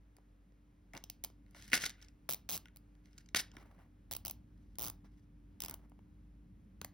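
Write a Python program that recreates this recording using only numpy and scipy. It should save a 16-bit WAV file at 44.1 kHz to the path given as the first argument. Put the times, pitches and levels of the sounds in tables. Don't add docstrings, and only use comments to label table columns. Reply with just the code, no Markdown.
import sys
import numpy as np
from scipy import signal
from scipy.fft import rfft, irfft, next_fast_len
from scipy.io import wavfile
from scipy.ndimage import uniform_filter1d, map_coordinates

SR = 44100
rng = np.random.default_rng(int(sys.argv[2]) if len(sys.argv) > 2 else 0)


def to_wav(sig):
    pcm = np.clip(np.atleast_2d(sig), -1, 1) * 32767
    pcm = np.round(pcm).astype(np.int16)
    wavfile.write(sys.argv[1], SR, pcm.T)


def makeup_ratio(level_db):
    decades = np.asarray(level_db, float) / 20
    return 10 ** decades


N = 305981

# (frequency [Hz], level [dB per Hz])
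THUD_TONE = [(50, -28.5), (120, 5), (500, -2.5), (900, 1), (1500, -8), (3000, -36.5)]
# (frequency [Hz], level [dB per Hz])
BENCH_TONE = [(40, -26.5), (90, 3), (220, -8), (500, -27)]
# (frequency [Hz], level [dB per Hz])
EDGE_TONE = [(1000, -26), (1900, -11), (2900, -3), (4200, -2), (5600, 0.5), (7500, -0.5), (11000, -42)]
# (frequency [Hz], width [Hz], level [dB])
SHELL_MODES = [(1481.5, 31, -2), (1435, 190, -3.5), (1624, 390, -1), (2167, 870, 0), (2355, 320, 0),
               (2839, 110, -10.5)]


def ratchet():
    # (frequency [Hz], level [dB per Hz])
    tip_tone = [(6000, -35), (8000, -10.5), (11000, -8.5), (13500, -4.5), (15500, 4), (16700, -18),
                (17500, -100)]
    s, tip_db, pawl_db, thud_db, ms = teeth()
    crisp_db = -9 * np.log10(ms)

    def snap(db):
        direct = bursts(s - .0002, db + crisp_db + 1.5, .9 * ms ** 1.4, swell=1.0)
        bounce = bursts(s + 0.0014, db - 8.0, 0.55 * ms, swell=0.17)
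        return direct + bounce

    thud = bursts(s + 0.00077, thud_db + 8, np.full(len(s), .8), swell=.3)
    clicks = colour(tip_tone)(snap(tip_db)) + colour(EDGE_TONE)(snap(pawl_db))
    return clicks + colour(THUD_TONE)(thud) + makeup_ratio(-3) * colour(BENCH_TONE)(thud)


def teeth():
    # (time [s], teeth past the pawl [count])
    strap_travel = [
        [(1.0398, 0), (1.1, 1)],
        [(1.2395, 0), (1.2472, 1)],
        [(2.2916, 0), (2.2955, 1), (2.3252, 5), (2.3454, 7)],
        [(2.4912, 0), (2.507, 3), (2.5236, 5), (2.5294, 6), (2.5552, 12), (2.5671, 14), (2.5771, 15)],
        [(2.7612, 0), (2.7704, 1)],
        [(4.1123, 0), (4.1266, 2), (4.1363, 3), (4.1659, 5)],
        [(4.2512, 0), (4.2685, 2), (4.2813, 3), (4.2983, 4), (4.3107, 5)],
        [(4.7858, 0), (4.8209, 4), (4.8361, 6), (4.8489, 8), (4.8829, 12), (4.8998, 13)],
        [(5.6045, 0), (5.6373, 2), (5.6608, 4), (5.6838, 5), (5.7109, 7), (5.7415, 8)],
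        [(6.8155, 0), (6.8472, 1)],
    ]
    # (first tip [dB], last tip [dB], first pawl [dB], last pawl [dB], strap thud [dB])
    pull_levels = [
        (-45, -37.5, -42.5, -40, -59),
        (-30.5, -31.5, -35, -38.5, -55),
        (-27.5, -30, -37.5, -38.5, -55),
        (-30.5, -35.5, -37, -43, -53.5),
        (-48, -49, -62.5, -57, -65),
        (-32.5, -33, -38, -41, -54.5),
        (-31.5, -35.5, -38.5, -42.5, -56.5),
        (-32.5, -36, -42.5, -45, -51),
        (-34, -38.5, -35.5, -48, -54.5),
        (-40, -37.5, -40, -42.5, -48),
    ]
    # (time [s], loss [dB], smear [ms])
    half_caught = [(2.3029, -1.5, 0.67), (2.3178, -9.5, 0.94), (2.3454, -4, 1.05), (2.5017, -2.5, .7),
                   (4.1266, -2, .7), (4.1511, -7, 1.36), (4.2685, -7.5, 1.3), (4.8034, -4, 0.73),
                   (4.8659, 0.5, 1.4), (4.8998, -0.5, .7), (5.6209, -1, 1.1), (5.6608, -5, 1.1)]
    smear_ms, smear_grows = 0.43, .5
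    rush_loss_db = 2
    break_pawl_db = -1.5
    slip_pawl_share = 0.44
    rows = []
    for travel, (tip0, tip1, pawl0, pawl1, thud) in zip(strap_travel, pull_levels):
        s, passed = np.transpose(travel)
        tooth = np.arange(passed[-1] + 1)
        s = np.interp(tooth, passed, s)
        share = tooth / passed[-1]
        rush = rush_loss_db * np.clip(np.log2(0.014 / np.gradient(s)), 0, 2)
        tip = tip0 + (tip1 - tip0) * share - rush
        pawl = pawl0 + (pawl1 - pawl0) * share + break_pawl_db * (tooth == 0)
        ms = smear_ms * (1 + smear_grows * share) * makeup_ratio(rush)
        rows.append([s, tip, pawl, np.full(len(s), thud), ms])
    s, tip, pawl, thud, ms = np.hstack(rows)
    for when, loss_db, smear in half_caught:
        k = abs(s - when).argmin()
        tip[k] += loss_db
        pawl[k] += slip_pawl_share * loss_db
        ms[k] = smear
    chance = rng.standard_normal((4, len(s)))
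    return s, tip + chance[0], pawl + chance[1], thud + chance[2], ms * makeup_ratio(chance[3])


def jolts():
    # (time [s], level [dB])
    jolt_blows = [
        (1.5487, -55),
        (1.7319, -36),
        (2.2908, -33),
        (2.4908, -42),
        (3.3472, -34.5),
        (4.1125, -48.5),
        (4.2502, -44),
        (6.815, -45),
        (6.8466, -46),
    ]
    start_hz, fall_s, t60_s = 2801, .0007, 0.024
    t = np.arange(900) / SR
    chirp = np.sin(2 * np.pi * start_hz * fall_s * np.log(1 + t / fall_s)) * makeup_ratio(-60 * t / t60_s)
    return signal.fftconvolve(strikes(jolt_blows), chirp)[:N]


def part():
    # (frequency [Hz], level [dB per Hz])
    grit_tone = [(6000, -57), (8500, -1), (9500, -1.5), (12000, -5), (15800, -5.5), (16400, -48.5),
                 (17600, -120)]
    # (frequency [Hz], level [dB per Hz])
    mat_tone = [(50, -33), (100, -4), (280, 4), (600, -10.5), (1000, -7), (1600, -23), (3000, -43.5)]
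    s, shell_db, edge_db, grit_db, mat_db, ms = contacts()
    shell = filtered(bursts(s, shell_db + 3.0, 0.55 * ms, swell=.3), modes(SHELL_MODES))
    edge = colour(EDGE_TONE)(bursts(s, edge_db + 0.5, 0.57 * ms, swell=0.33))
    grit = colour(grit_tone)(bursts(s, grit_db, 0.73 * ms, swell=.4))
    mat = colour(mat_tone)(bursts(s, mat_db + 5.5, 0.67 * ms, swell=0.11))
    return shell + edge + grit + mat


def contacts():
    # (time [s], level [dB], hardness [dB])
    ring_hits = [(0.9352, -45.5, 7), (0.9505, -43, -25.5), (0.9613, -72, 3), (1.4637, -65.5, -9),
                 (1.5471, -54, 8), (1.718, -37, 5), (1.7248, -37, 5), (1.7318, -16, -4),
                 (1.8379, -28.5, -8), (2.2913, -45.5, -4.5), (2.657, -49, -12), (2.6737, -65.5, 8),
                 (2.684, -58, 6), (2.952, -68, 8.5), (3.3485, -27, 9.5), (3.5677, -45.5, 4),
                 (6.8149, -43.5, -12), (6.8467, -49, -4.5)]
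    # (time [s], level [dB], hardness [dB])
    chip_hits = [(0.968, -43, -11), (1.6239, -48.5, 5.5), (1.8113, -40.5, -3), (1.8195, -37, -2.5),
                 (1.8332, -40.5, -8), (1.8426, -32.5, -7), (1.8554, -34, 9), (1.8627, -32.5, -2),
                 (1.8706, -42, 7), (1.903, -43, 7), (1.909, -48.5, 1.5), (2.0154, -56.5, -4),
                 (2.0263, -49, -2), (2.031, -62, 4), (2.047, -59, 0), (2.0848, -54.5, -9),
                 (3.0573, -62, 6.5), (3.1114, -76, 4), (3.131, -63, -10), (3.18, -47.5, 9.5),
                 (3.1838, -48, 3), (3.2608, -59, -6), (3.2886, -54.5, 0), (3.3737, -34.5, 9),
                 (3.3966, -35.5, 3), (3.5165, -56, -6)]
    # (time [s], level [dB], hardness [dB])
    grind_hits = [(0.167, -59.5, 0), (0.9759, -42.5, -11.5), (1.51, -69.5, 9), (1.679, -52, -0.5),
                  (1.701, -53.5, 1.5), (1.744, -32.5, 1), (1.754, -31, 2), (1.7682, -39.5, 1.5),
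                  (1.8953, -41, -3.5), (3.37, -29.5, 1.5), (3.4027, -45, 10), (3.412, -42, 0.5),
                  (4.7555, -61.5, -3), (5.897, -74.5, 14)]
    # (time [s], level [dB], hardness [dB])
    pat_hits = [(0.1654, -72, -1), (0.185, -58.5, 5.5), (0.5223, -66.5, 13.5), (.9672, -53.5, -8),
                (1.2611, -57, 7), (1.3012, -57, 17), (1.5482, -57, -2), (1.7318, -37.5, 2),
                (1.8367, -42.5, -2), (3.3468, -35.5, 1.5), (3.5698, -50, 0), (5.045, -58, -2),
                (5.1932, -76.5, 8.5), (5.8163, -64.5, -7), (5.919, -56, -3), (5.9913, -55.5, -4)]
    # (shell [dB], edge [dB], grit [dB], mat [dB], length [ms])
    kind_mix = [
        (-1, -12.5, -22, -16, 1.4),
        (-10, 1.5, -15.5, -22, 1.3),
        (-6, 0, -1, -16, 1.3),
        (-11.5, -22.5, -36, 1.5, 0.98),
    ]
    grit_hardens = 0.71
    blow_spares_mat, blow_db = 0.302, -40
    rows = []
    for hits, (shell, edge, grit, mat, ms) in zip((ring_hits, chip_hits, grind_hits, pat_hits), kind_mix):
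        s, db, hard = np.transpose(hits)
        edge_db = db + edge + hard * (edge < -3)
        grit_db = db + grit + grit_hardens * hard
        mat_db = db + mat - blow_spares_mat * np.clip(db - blow_db, 0, None)
        rows.append([s, db + shell, edge_db, grit_db, mat_db, np.full(len(s), ms)])
    return np.hstack(rows)


def rim():
    # (time [s], level [dB])
    rim_blows = [
        (2.6574, -39.5),
        (2.7612, -49.5),
        (3.3473, -8),
        (3.3695, -19.5),
    ]
    return filtered(strikes(rim_blows), modes(SHELL_MODES[3:4]))


def drags():
    # (frequency [Hz], level [dB per Hz])
    rub_tone = [(1500, -38.5), (3000, -2), (5000, 1.5), (8000, -3.5), (11000, -8.5), (15800, -9.5),
                (16300, -62)]
    # (start [s], length [s], first [dB], last [dB], grit over shell [dB])
    rim_skids = [(1.473, .07, -85.5, -86, -5.5), (1.554, 0.2, -67, -69.5, 2.5),
                 (1.738, 0.049, -34.5, -54.5, 2), (1.796, 0.067, -55, -48.5, 5.5),
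                 (1.922, 0.17, -74, -78.5, -18), (3.042, 0.2, -79.5, -85, -3),
                 (3.36, 0.05656, -39, -57, 6.5), (3.425, 0.097, -80, -96, -10.5),
                 (2.02, .03, -70.5, -81, 3.5), (3.19, 0.016, -83.5, -86, 4.5), (5.117, 0.12, -93, -88, 1.5),
                 (4.575, 0.19, -93, -100.5, 4.5)]
    # (start [s], length [s], first [dB], last [dB], grit over mat [dB])
    finger_rubs = [(0.938, 0.038, -56, -56, -38), (3.539, 0.078, -64.5, -64.5, -9),
                   (3.626, .23, -70, -72, -24), (5.047, .03, -64, -76, -8.5), (5.629, 0.119, -61, -65, -15),
                   (5.786, 0.0734, -80, -77, -18), (1.55, .05, -66.5, -76.5, -7.5)]
    bench_db, skid_mat_db, rub_shell_db = -7, -10.5, -7
    skin_hz = np.array([[4005], [8010]])
    clumps = makeup_ratio(3 * wobble(220) + 2.5 * wobble(60))

    def friction(voice):
        return unit(clumps * voice(rng.standard_normal(N)))

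    mat = friction(colour(THUD_TONE)) + makeup_ratio(bench_db) * friction(colour(BENCH_TONE))
    shell = friction(lambda x: filtered(x, modes(SHELL_MODES)))
    grit = friction(colour(rub_tone))
    dull_shell, dull_grit = filtered(np.array([shell, grit]), lambda hz: 1 / (1 + (hz / skin_hz) ** 4))
    slides = np.zeros(N)
    for *path, grit_db in rim_skids:
        slides += stroke(*path) * (makeup_ratio(skid_mat_db) * mat + shell + makeup_ratio(grit_db) * grit)
    for *path, grit_db in finger_rubs:
        slides += stroke(*path) * (mat + makeup_ratio(rub_shell_db) * dull_shell + makeup_ratio(grit_db) * dull_grit)
    return slides


def stroke(start, length, first_db, last_db):
    grip_db_per_s, lift_db_per_s = 3000, 800.5
    t = np.arange(N) / SR - start
    pressure_db = np.interp(t, [0, length], [first_db, last_db])
    grip_db = grip_db_per_s * np.minimum(t, 0)
    lift_db = -lift_db_per_s * np.maximum(t - length, 0)
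    return makeup_ratio(pressure_db + grip_db + lift_db)


def room(x):
    # (frequency [Hz], time to fall 60 dB [s])
    room_t60 = [(200, 0.4), (2000, 0.27), (8000, 0.16), (16000, 0.14)]
    hz, t, z = signal.stft(rng.standard_normal((4, 3, SR // 3)), SR, nperseg=256)
    tail = signal.istft(z * makeup_ratio(-60 * t / along(room_t60, hz)[:, None]), SR, nperseg=256)[1]
    tail = tail[:, :1] + 0.12 * tail[:, 1:]
    near = rng.standard_normal(tail.shape) * makeup_ratio(-60 * np.arange(tail.shape[2]) / SR / .006)
    near = signal.lfilter([1, -1], [1, -.95], near)
    answer = makeup_ratio(-13) * tail / np.linalg.norm(tail[0, 0]) + makeup_ratio(-6.5) * near / np.linalg.norm(near[0, 0])
    turns = np.arange(N) // 331 % 4 == np.arange(4)[:, None]
    late = np.pad(x * turns, ((0, 0), (20, 0)))[:, None]
    return signal.fftconvolve(late, answer, axes=2).sum(0)[:, :N]


def fan():
    # (time [s], level [dB])
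    hum_levels = [(0.0, -66.5), (0.46, -66.5), (1.8, -62), (2.01, -64.5), (4.08, -63), (4.35, -61),
                  (5.43, -61.5), (6.94, -62)]
    # (frequency [Hz], width [Hz], level [dB])
    motor_lines = [(50.2, 1.8, -1.5), (295.6, 1.9, -11), (545, 3, -32.5)]
    # (frequency [Hz], level [dB per Hz])
    rumble_tone = [(25, -44.5), (40, -5.5), (70, -8.5), (100, -4.5), (135, -13.5), (184, -7.5),
                   (262, -15.5), (400, -28.5), (650, -64.5)]
    # (frequency [Hz], level [dB per Hz])
    air_tone = [(240, -28), (400, -3), (560, -8.5), (700, -10.5), (1100, -12.5), (2100, -17.5),
                (5000, -28.5), (7800, -26.5), (10500, -33), (15800, -30.5), (16300, -78.5)]
    t = np.arange(N) / SR
    hum_db = np.interp(t, *np.transpose(hum_levels))
    rumble_db = -67 + 1.6 * (hum_db - hum_db.mean())
    lines = np.zeros(N)
    for hz, width, db in motor_lines:
        drift = width * np.cumsum(wobble(6.8)) / SR
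        lines += makeup_ratio(db + 1.2 * wobble(5)) * np.sin(2 * np.pi * (hz * t + drift))
    rumble = makeup_ratio(rumble_db + 3.0 + wobble(7)) * distant(lambda hz: makeup_ratio(along(rumble_tone, hz)))
    air = makeup_ratio(-79.0 + 0.54 * wobble(4.2)) * distant(lambda hz: makeup_ratio(along(air_tone, hz)))
    return makeup_ratio(hum_db + 4) * lines + rumble + air


def distant(response):
    # (frequency [Hz], likeness [0-1])
    port_likeness = [(60, .999), (200, .95), (400, 0.5), (700, .1), (1300, 0.01), (2400, .8), (10000, 1)]

    def mid_and_side(hz):
        turn = np.arccos(np.clip(along(port_likeness, hz), -1, 1)) / 2
        return response(hz) * np.array([np.cos(turn), np.sin(turn)])

    mid, side = filtered(rng.standard_normal((2, N)), mid_and_side)
    return unit(np.array([mid + side, mid - side]))


def bursts(s, db, ms, swell):
    t = (np.arange(640) - 200) / SR
    life = np.clip(ms, .05, 3)[:, None] / 1000
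    shape = np.exp(-abs(t) / np.where(t < 0, swell * life, life))
    puff = shape * rng.standard_normal(shape.shape)
    bands = rfft(puff)
    puff = irfft(bands / np.sqrt(uniform_filter1d(abs(bands) ** 2, size=41)))
    puff *= (makeup_ratio(db) * np.linalg.norm(shape, axis=1) / np.linalg.norm(puff, axis=1))[:, None]
    where = np.round(s * SR).astype(int)[:, None] + np.arange(640)
    return np.bincount(where.ravel(), puff.ravel(), N + 640)[200:N + 200]


def strikes(table):
    blows = np.zeros(N)
    for s, db in table:
        blows[round(s * SR)] = makeup_ratio(db)
    return blows


def modes(table):
    def response(f):
        h = 0
        for k, (c, w, db) in enumerate(table):
            h = h + (-1) ** k * makeup_ratio(db) * 1j * f * w / (c * c - f * f + 1j * f * w)
        return h / np.sqrt(np.mean(abs(h) ** 2))
    return response


def colour(points):
    c = irfft(np.log(makeup_ratio(along(points, np.fft.rfftfreq(4096, 1 / SR))) + 1e-4))
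    c[1:2048] *= 2
    c[2049:] = 0
    taps = irfft(np.exp(rfft(c)))
    return lambda x: signal.fftconvolve(x, taps / np.linalg.norm(taps))[:N]


def filtered(x, response):
    m = next_fast_len(N + 8192)
    return irfft(rfft(x, m) * response(np.fft.rfftfreq(m, 1 / SR)), m)[..., :N]


def along(points, hz):
    f, v = np.transpose(points)
    return np.interp(np.log(hz + 1), np.log(f + 1), v)


def wobble(rate):
    return map_coordinates(rng.standard_normal(int(N * rate / SR) + 4), [np.arange(N) * rate / SR])


def unit(x):
    return x / np.sqrt(np.mean(x ** 2) + 1e-20)


def scene():
    bench = ratchet() + jolts() + part() + rim() + drags()
    return bench + room(bench) + fan()


def low_pass(x):
    return signal.sosfilt(signal.butter(12, 17490, fs=SR, output="sos"), x)


def record(dry):
    # (frequency [Hz], phase [radians])
    left_lead = [(100, .05), (400, .4), (800, .6), (1640, -.4), (2600, .75), (4500, .75), (5100, -.1),
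                 (7000, 2.95), (8300, 3.35), (9400, 4.9), (11300, 6.4), (14200, 9.4), (16200, 11.2)]

    def ports(hz):
        return np.exp(.5j * along(left_lead, hz) * [[1], [-1]]) * (hz < 17300)

    mix = filtered(dry, ports)
    return low_pass(mix)


dry = scene()
out = record(dry)
to_wav(out)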